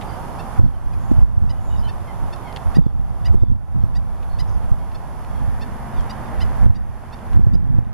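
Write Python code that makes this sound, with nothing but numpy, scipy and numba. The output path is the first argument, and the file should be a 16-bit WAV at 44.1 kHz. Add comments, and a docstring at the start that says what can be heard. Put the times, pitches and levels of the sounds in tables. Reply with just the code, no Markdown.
"""A marsh: a stilt yips close by in quick arches of pitch; far off, waders give sagging cries
and a songbird trills. Dry ticks and rustle sit over a steady distant roar and a low drone.
Gusts buffet the camera's microphone; each hard buffet drives its limiter down,
so the whole marsh ducks and swells back. The camera adds hiss and a thin whine."""
import sys
import numpy as np
from scipy import signal
from scipy.fft import rfft, irfft
from scipy.io import wavfile
from scipy.ndimage import uniform_filter1d
from numba import njit

SR = 44100
rng = np.random.default_rng(int(sys.argv[2]) if len(sys.argv) > 2 else 0)


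def log_audio(samples):
    """Write samples as a 16-bit WAV file to the path given in sys.argv[1]."""
    # one column per channel
    frames = np.atleast_2d(samples).T
    # limit to full scale, then quantise
    limited = np.clip(frames, -1, 1)
    pcm = np.round(limited * 32767).astype(np.int16)
    wavfile.write(sys.argv[1], SR, pcm)


N = 349868
TIME, FREQS = np.arange(N) / SR, np.fft.rfftfreq(N, 1 / SR)


def amp(db):
    """Decibels to gain."""
    return 10 ** (np.asarray(db) / 20)


def unit(x):
    """Scale to rms 1."""
    return x / np.sqrt(np.mean(x ** 2) + 1e-20)


def at_hz(points, hz=FREQS):
    """Interpolate on a log-frequency axis."""
    freq_hz, value = np.transpose(points)
    return np.interp(np.log(hz + 1), np.log(freq_hz + 1), value)


def at_time(points):
    """Interpolate at every sample."""
    return np.interp(TIME, *np.transpose(points))


def add(mix, start_s, sound):
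    """Mix in at start_s."""
    part = mix[max(round(start_s * SR), 0):][:len(sound)]
    part += sound[:len(part)]


def noise(gain):
    """Coloured noise, rms 1."""
    return unit(irfft(rfft(rng.standard_normal(N)) * gain, N))


def noise_pair(gain, correlation, balance_db=0):
    """Partly correlated stereo noise, rms 1."""
    left, other = rfft(rng.standard_normal((2, N)))
    right = correlation * left + np.sqrt(1 - correlation ** 2) * other
    pair = np.array([left * amp(balance_db / 2), right * amp(-balance_db / 2)])
    return unit(irfft(pair * gain, N))


def burst(colour, envelope, stretch=1):
    """Noise puff with its envelope's energy; stretch scales the colour's frequency axis."""
    size = len(envelope)
    gain = amp(at_hz(colour, np.fft.rfftfreq(size, 1 / SR) / stretch))
    puff = envelope * irfft(rfft(rng.standard_normal(size)) * gain, size)
    return unit(puff) * np.sqrt(np.mean(envelope ** 2))


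def waver(size, rate_hz):
    """Smooth random wobble, rms 1."""
    return unit(uniform_filter1d(rng.standard_normal(size), max(int(SR / rate_hz), 1)))


def phase_rad(pitch_hz):
    """Running phase of a moving pitch."""
    return 2 * np.pi * np.cumsum(pitch_hz) / SR


def voice(pitch_hz, throat, harmonics=12):
    """Harmonics weighted by the throat's response."""
    phase = phase_rad(pitch_hz)
    partials = (amp(at_hz(throat, k * pitch_hz)) * np.sin(k * phase) for k in range(1, harmonics + 1))
    return np.sqrt(2) * sum(partials)


# Roar spectrum: freq_hz, gain_db
ROAR_SPECTRUM = [(40, 8), (150, 5.5), (280, -3.5), (450, -6.5), (600, -4), (780, 0.5), (1000, -2),
                 (1400, -10.5), (1900, -19), (2500, -23.5), (3600, -27), (5000, -38), (9000, -48.5)]
# Roar level: time_s, level_db
ROAR_LEVEL = [(0, -29), (.6, -30), (1.5, -30), (2.5, -29), (3.5, -29.5), (4.5, -29), (5.5, -30.5),
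              (6.3, -28), (7, -30), (7.93, -28)]
# Roar balance: freq_hz, left_minus_right_db
ROAR_BALANCE = [(100, -5.5), (370, -6), (670, -6.5), (1240, -5.5), (2260, -1), (5000, -3.5)]
# Roar stereo likeness: freq_hz, correlation
ROAR_CORRELATION = [(60, 0.28), (280, 0.22), (620, 0.65), (1350, 0.59), (3000, 0.16), (7000, 0.21)]

def roar():
    """Steady distant roar, leaning right."""
    rush = noise_pair(amp(at_hz(ROAR_SPECTRUM)), at_hz(ROAR_CORRELATION), at_hz(ROAR_BALANCE))
    return amp(at_time(ROAR_LEVEL)) * rush


# Hiss spectrum: freq_hz, gain_db
HISS_SPECTRUM = [(500, 1.5), (3000, -0.5), (5000, 3.5), (7000, 1), (9500, 1), (11500, 0.5), (13000, -0.5),
                 (13800, -7), (14600, -33)]
# Hiss stereo likeness: freq_hz, correlation
HISS_CORRELATION = [(2000, 0.19), (6000, 0.03), (9000, -0.18), (13000, -0.085)]

def camera_noise(hiss_db=-53, whine_db=-52, whine_hz=10480, half_width_hz=260):
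    """Microphone hiss and the camera's narrow, fuzzy whine."""
    hiss = noise_pair(amp(at_hz(HISS_SPECTRUM)), at_hz(HISS_CORRELATION))
    whine = noise_pair(1 / (1 + ((FREQS - whine_hz) / half_width_hz) ** 2), correlation=-0.9)
    return amp(hiss_db) * hiss + amp(whine_db) * whine


# Drone resonances: centre_hz, width_hz, gain_db
DRONE_MODES = [(50.3, 29, 3.5), (122.7, 4.7, 5.5), (212.8, 33, -3.5), (251, 23, -10), (463, 6, -8),
               (1630, 880, -22)]
# Drone level: time_s, level_db
DRONE_LEVEL = [(0, -46.5), (.6, -37.5), (2, -43.5), (4.8, -40.5), (5.6, -33.5), (6.3, -31.5), (7.1, -33),
               (7.93, -30.5)]

def drone():
    """Swelling low resonances and a soft rush, like far-off traffic."""
    gain = sum(amp(gain_db) / (1 + (2 * (FREQS - centre_hz) / width_hz) ** 2)
               for centre_hz, width_hz, gain_db in DRONE_MODES)
    return amp(at_time(DRONE_LEVEL)) * noise_pair(gain, correlation=0.71, balance_db=0.5)


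# Close ticks: start_s, level_db, decay_s, centre_hz
TICKS = [(.012, -36.5, 0.006, 3050), (0.021, -35.5, .005, 3000), (2.362, -39, .001, 5800),
         (2.527, -33, 0.0011, 3650), (2.562, -26, 0.0031, 3500), (2.5642, -37, 0.0024, 3560),
         (2.570, -26, 0.0023, 3100), (3.283, -30, 0.0022, 2200), (4.228, -41, .012, 3220),
         (4.918, -39, .003, 3400), (5.247, -37.5, 0.0031, 3000), (6.008, -40, .002, 6900),
         (7.33, -40, 0.0098, 2980), (7.848, -34, .001, 3200)]
# Tick and rustle spectrum: ratio_to_centre, gain_db
TICK_SPECTRUM = [(.35, -2), (.75, 8.5), (1, 6.5), (1.35, 2.5), (1.7, -13), (2.7, -12), (4.2, -26)]

def ticks(width=0.5):
    """Dry crackles with hardly any ring, partly unlike left and right."""
    out = np.zeros((2, N))
    t = np.arange(SR // 20) / SR
    for start_s, level_db, decay_s, centre_hz in TICKS:
        envelope = amp(level_db) * np.exp(-t / decay_s)
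        mid, side = (burst(TICK_SPECTRUM, envelope, centre_hz) for _ in range(2))
        add(out[0], start_s, mid + width * side)
        add(out[1], start_s, mid - width * side)
    return out / np.hypot(1, width)


def rustle(rate_hz=9, floor_db=-58, spread_db=6, decay_s=0.0033, centre_hz=3300):
    """Tiny random crackles, as from stalks stirred by wind."""
    level_db = floor_db + spread_db * np.minimum(rng.exponential(1, N), 2)
    impulses = amp(level_db) * (rng.random(N) < rate_hz / SR)
    envelope = signal.lfilter([1], [1, -np.exp(-1 / (decay_s * SR))], impulses)
    return envelope * noise_pair(amp(at_hz(TICK_SPECTRUM, FREQS / centre_hz)), correlation=0.46)


# Song notes: start_s, length_s, pitch_hz, relative_db, trill_hz, depth_ratio
SONG_NOTES = [(0.032, .14, 4760, -51, 78, 0.018), (0.954, 0.21, 7000, -55, 110, .07),
              (1.548, .07, 3000, -48, 50, .005), (1.558, 0.27, 7000, -52, 88, 0.038),
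              (1.67, 0.13, 3790, -42.5, 54, .025), (1.69, 0.077, 2940, -42, 56, .006),
              (1.756, 0.075, 5030, -47, 210, 0.073), (1.816, 0.078, 3050, -37, 97, 0.0083),
              (1.83, 0.043, 4100, -45, 85, .01), (4.265, 0.15, 4350, -50, 58, .03)]

def songbird(throb=0.81, full_depth=0.03, jitter=0.011, arch=0.021, shimmer=0.28):
    """Thin trills that rise and settle; loudest on each downsweep, deep trills throbbing most."""
    out = np.zeros(N)
    for start_s, length_s, pitch_hz, relative_db, trill_hz, depth_ratio in SONG_NOTES:
        t = np.arange(int(length_s * SR)) / SR
        beat = 2 * np.pi * trill_hz * t
        contour = 1 - arch * (2 * t / length_s - 1) ** 2 - depth_ratio * np.sin(beat)
        glide_hz = pitch_hz * (contour + jitter * waver(len(t), 394))
        pulsing = 1 + throb * min(depth_ratio / full_depth, 1) * np.cos(beat)
        effort = signal.windows.tukey(len(t), 0.7) * pulsing * (1 + shimmer * waver(len(t), 90))
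        add(out, start_s, amp(relative_db) * effort * np.sin(phase_rad(glide_hz)))
    return out


# Wader cries: start_s, length_s, pitch_hz, relative_db, throat_hz, fall_ratio
WADER_CRIES = [(0.072, .115, 1050, -53, 2330, 0.075), (0.622, .07, 1120, -58, 4300, .09),
               (0.73, 0.042, 1062, -53, 3100, .1), (2.061, 0.061, 1080, -42.5, 2000, .12),
               (2.422, .11, 1136, -44.5, 2200, 0.16), (2.767, 0.16, 1230, -52.5, 3280, 0.14),
               (3.368, 0.15, 1196, -50.5, 3400, 0.06), (3.789, 0.079, 1080, -55, 3800, .05),
               (4.47, .04, 1390, -52, 5500, 0.26), (4.512, .05, 1330, -55, 5500, 0.176),
               (4.773, 0.075, 1120, -53, 2300, 0.08), (5.257, 0.18, 1130, -54, 2760, 0.063),
               (5.948, 0.074, 1244, -47.5, 3300, 0.24), (6.253, 0.043, 1235, -56, 3400, .17)]

def far_waders(jitter=0.014, skirt_db=-18, shimmer=0.31):
    """Hoarse, sagging cries; one throat resonance picks out a harmonic."""
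    out = np.zeros(N)
    for start_s, length_s, pitch_hz, relative_db, throat_hz, fall_ratio in WADER_CRIES:
        progress = np.linspace(0, 1, int(length_s * SR))
        sag = 1 - fall_ratio * progress ** 1.7
        glide_hz = pitch_hz * sag * (1 + jitter * waver(len(progress), 400))
        throat = [(throat_hz * 2 ** octave, skirt_db * abs(octave)) for octave in (-1, 0, 1, 2)]
        effort = np.sin(np.pi * progress) * (1 + shimmer * waver(len(progress), 200))
        add(out, start_s, amp(relative_db) * effort * voice(glide_hz, throat, harmonics=5))
    return out


# Stilt yips: peak_s, top_hz, relative_db, length_s, hollow_db, body_db
STILT_YIPS = [(0.403, 905, -48.5, 0.034, 0, 4), (0.939, 830, -54.5, 0.021, -5, 9),
              (1.508, 1000, -38, 0.031, 0, -5), (1.896, 908, -44.5, 0.035, 9, 5.5),
              (2.337, 898, -42, 0.023, 25, 0), (2.764, 967, -39.5, 0.037, 9.5, 3),
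              (3.265, 984, -34, 0.033, 0, -1.5), (3.967, 968, -35, 0.032, 13, -1.5),
              (4.406, 1011, -32, 0.035, 10, -5), (4.956, 888, -42.5, 0.022, 39, -0.5),
              (5.626, 905, -43, 0.035, 27, 3.5), (6.109, 978, -37.5, 0.027, 3, -4),
              (6.423, 1024, -37, 0.041, -4, -1), (6.764, 956, -41.5, 0.035, 7, -3),
              (7.139, 919, -43.5, 0.03, 15, 0), (7.549, 983, -37, 0.029, 9, -20)]
# Throat and bill response: freq_hz, gain_db
STILT_THROAT = [(900, -12), (1750, -2.5), (1940, 0), (2030, -3.5), (2600, 2.5), (3000, -4), (3800, -3),
                (4500, -0.5), (4950, -1), (5450, -7.5), (5900, -17.5), (7000, -20.5), (8200, -23.5),
                (10000, -21), (13000, -27)]

def stilt(rise_share=0.63, jitter=0.0057, shimmer=0.15, rasp_db=-22, clear_hz=1020):
    """Quick pitch arches that swell and stop short, with a rasp of air in each cycle."""
    out = np.zeros(N)
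    grid_hz = np.geomspace(500, 14000, 300)
    hollow = np.exp(-((grid_hz - 2900) / 190) ** 2)  # dip that varies as the head turns
    body = 1 / (1 + (grid_hz / 2350) ** 12)  # low shelf
    for peak_s, top_hz, relative_db, length_s, hollow_db, body_db in STILT_YIPS:
        t = np.arange(-rise_share * length_s, (1 - rise_share) * length_s, 1 / SR)
        arch_hz = top_hz / (1 + np.where(t < 0, 520, 430) * t ** 2)
        glide_hz = arch_hz * (1 + jitter * waver(len(t), 530))
        swell_rad = np.interp(t, [t[0], 0, t[-1]], [0, np.pi / 2, np.pi])
        swell = np.abs(np.sin(swell_rad)) ** np.where(t < 0, 1.33, 0.98)
        effort = swell * (1 + shimmer * waver(len(t), 500))
        throat_db = at_hz(STILT_THROAT, grid_hz) - hollow_db * hollow + body_db * body
        tone = effort * voice(glide_hz, np.column_stack([grid_hz, throat_db]))
        rasp = burst(STILT_THROAT, effort * (1 + np.cos(phase_rad(glide_hz))))
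        slack = (clear_hz / top_hz) ** 8.7  # lower yips are slacker, raspier
        add(out, peak_s + t[0], amp(relative_db) * (tone + amp(rasp_db) * slack * rasp))
    return out


# Gusts: peak_s, strength_db, fade_s
GUSTS = [(0.646, 1.5, 0.042), (0.93, -12, 0.22), (1.22, -5.5, 0.14), (1.44, -3.5, 0.097), (1.78, -9, .15),
         (2.237, -15, 0.077), (2.676, -7, 0.019), (2.81, 1.5, 0.04), (3.0, -6.5, 0.17), (3.37, -2.5, 0.12),
         (3.521, 5, 0.052), (3.81, -2.5, 0.11), (4.0, -6, 0.099), (4.54, -11.5, 0.45), (4.724, -4, 0.018),
         (5.47, -12.5, 0.15), (6.002, -10, 0.044), (6.46, -13, 0.11), (6.69, -1.5, 0.076),
         (6.85, -10.5, 0.1), (7.41, -2, 0.088), (7.55, 1, 0.097), (7.73, 0, 0.15)]

def wind_strength_db(calm_db=-33.5, lump_db=2, lump_hz=11.6):
    """Each gust builds out of the calm and dies away in uneven lumps."""
    power = np.full(N, amp(calm_db) ** 2)
    for peak_s, strength_db, fade_s in GUSTS:
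        age = (TIME - peak_s) / fade_s
        falloff = np.minimum(np.where(age < 0, age ** 2, age), 20)
        power += (amp(strength_db) * np.exp(-falloff)) ** 2
    lumps = noise(FREQS / lump_hz * np.exp(-FREQS / lump_hz))
    return 10 * np.log10(power) + lump_db * lumps


# Light-wind spectrum: freq_hz, gain_db
BREEZE_SPECTRUM = [(10, -29), (25, 3), (50, 11), (110, 2.5), (170, -24.5), (300, -31), (600, -54),
                   (1500, -76.5), (5000, -110)]
# Strong-wind spectrum: freq_hz, gain_db
GUST_SPECTRUM = [(10, -15), (25, 4), (55, 4.5), (120, -0.5), (200, -10.5), (330, -25.5), (600, -50),
                 (1500, -64), (5000, -73)]

def turbulence(level_db, light_db=-18, strong_db=2, evenness=0.74):
    """Pressure churn, brighter with strength; eddies of like size follow closely."""
    share = np.clip((level_db - light_db) / (strong_db - light_db), 0, 1)
    churn = np.sqrt(1 - share) * noise(amp(at_hz(BREEZE_SPECTRUM)))
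    churn += np.sqrt(share) * noise(amp(at_hz(GUST_SPECTRUM)))
    power = np.abs(signal.hilbert(churn)) ** 2
    smooth_power = uniform_filter1d(uniform_filter1d(power, size=700), size=700)
    return amp(level_db) * unit(churn / smooth_power ** (evenness / 2))


# Hard eddies: peak_s, peak_db, swing_hz, half_length_cycles, knock_relative_db
BUFFETS = [(.599, 7.5, 90, 0.42, -14.5), (1.118, 6.5, 197, 0.32, -9), (1.191, 4.5, 84, 0.34, -37),
           (1.235, 10.5, 52, 0.38, -38), (1.379, 10, 74.4, 0.29, -30), (2.771, 6, 131, 0.14, -19),
           (2.791, 12, 156.4, 0.86, -13.5), (2.866, 11, 152, 0.28, -13), (3.308, 6.5, 77, 0.56, -37),
           (3.346, 2, 200, 0.25, -10), (3.358, 11, 66, 0.22, -20), (3.426, 12.5, 75, .3, -42),
           (3.436, 14.5, 70, 0.2, -10), (3.503, 15, 90, 0.28, -28), (3.84, 10.5, 86, 0.16, -19.5),
           (6.666, 10, 98, 0.41, -19), (6.704, 11.5, 86, .33, -36), (7.376, 10, 75, 0.27, -29),
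           (7.395, 5.5, 150, 0.44, -13), (7.439, 10.5, 64.7, 0.29, -29), (7.472, 11.5, 115, 0.37, -16),
           (7.555, 13, 66.3, 0.21, -14.5), (7.705, 8, 135, 0.75, -28), (7.789, 14, 97, 0.29, -18)]
# Knock at an eddy's core: freq_hz, gain_db
KNOCK_SPECTRUM = [(100, 2), (250, 3), (380, 1.5), (600, -13.5), (850, -20), (1400, -34), (4000, -48)]

def wind(left_db=-3, knock_left_db=-7, knock_trim_db=-3.5, knock_s=0.0034, stray_db=-22):
    """Turbulence and hard eddies push the microphone's two channels in opposite directions."""
    level_db = wind_strength_db()
    pressure = turbulence(level_db)
    knocks = np.zeros(N)
    for peak_s, peak_db, swing_hz, half_length_cycles, knock_relative_db in BUFFETS:
        near = slice(int((peak_s - 0.05) * SR), int((peak_s + 0.05) * SR))
        t = TIME[near] - peak_s
        grip = np.exp(-(t * swing_hz / half_length_cycles) ** 2 / 2)
        swing = rng.choice([-1, 1]) * amp(peak_db) * np.cos(2 * np.pi * swing_hz * t)
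        pressure[near] += grip * (swing - pressure[near])  # the eddy takes over the flow
        knock = burst(KNOCK_SPECTRUM, np.exp(-(t / knock_s) ** 2 / 2))
        knocks[near] += amp(peak_db + knock_relative_db + knock_trim_db) * knock
    stray = amp(level_db + stray_db) * noise(amp(at_hz(GUST_SPECTRUM)))  # alike in both channels
    left = -amp(left_db) * pressure - amp(knock_left_db) * knocks
    return np.array([left, pressure + knocks]) + stray


def scatter(x, t60_s, size=16000):
    """Sparse echoes off reeds and banks, different on each side."""
    t = np.arange(size) / SR
    taps = rng.standard_normal((2, size)) * (rng.random((2, size)) < 0.05) * amp(-60 * t / t60_s)
    taps /= np.linalg.norm(taps, axis=1, keepdims=True)
    return signal.fftconvolve(x[None], taps, axes=1)[:, :N]


def scene():
    """Near stilt almost dry, far birds blurred, over roar and wind."""
    yips, waders, song = stilt(), far_waders(), songbird()
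    birds = yips * amp([[0.3], [-0.3]]) + amp(-9.5) * scatter(yips, t60_s=0.07)
    birds += amp(-20) * scatter(yips, t60_s=0.47)  # echo off the banks
    birds += amp(-2) * waders + amp(-4) * scatter(waders, t60_s=0.17)
    birds += amp(-7) * song + amp(-6.5) * scatter(song, t60_s=0.16)
    return birds + ticks() + rustle() + roar() + camera_noise() + drone() + wind()


@njit
def limiter_db(over_db, attack_s=0.00014, hold_s=0.15, release_s=0.3, memory_s=0.6, memory_share=0.49):
    """Gain reduction: quick grab, short hold, slower recovery after long overloads."""
    out = np.zeros(len(over_db))
    cut_db, slow_db, wait_s = 0., 0., 0.
    for i in range(len(over_db)):
        wait_s -= 1 / SR
        if over_db[i] > cut_db:
            cut_db += (over_db[i] - cut_db) / (attack_s * SR)
            wait_s = hold_s
        elif wait_s < 0:
            cut_db += (slow_db - cut_db) / (release_s * SR)
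        slow_db += (memory_share * cut_db - slow_db) / (memory_s * SR)
        out[i] = cut_db
    return out


# Camera notches: centre_hz, width_hz
NOTCHES = [(3935, 260), (7870, 160)]

def record(dry, cutoff_hz=14600):
    """Camera chain: limiter ducking on wind peaks, two notches, soft clip, low-pass."""
    over_db = 20 * np.log10(np.maximum(np.abs(dry).max(0), 1))
    ducked = dry / amp(limiter_db(over_db))
    for centre_hz, width_hz in NOTCHES:
        ducked = signal.lfilter(*signal.iirnotch(centre_hz, centre_hz / width_hz, SR), ducked)
    clipped = ducked / (1 + ducked ** 16) ** (1 / 16)
    lowpass = signal.firwin(255, cutoff_hz, window=("kaiser", 9), fs=SR)
    return signal.oaconvolve(clipped, lowpass[None], "same")


dry = scene()
out = record(dry)
log_audio(out)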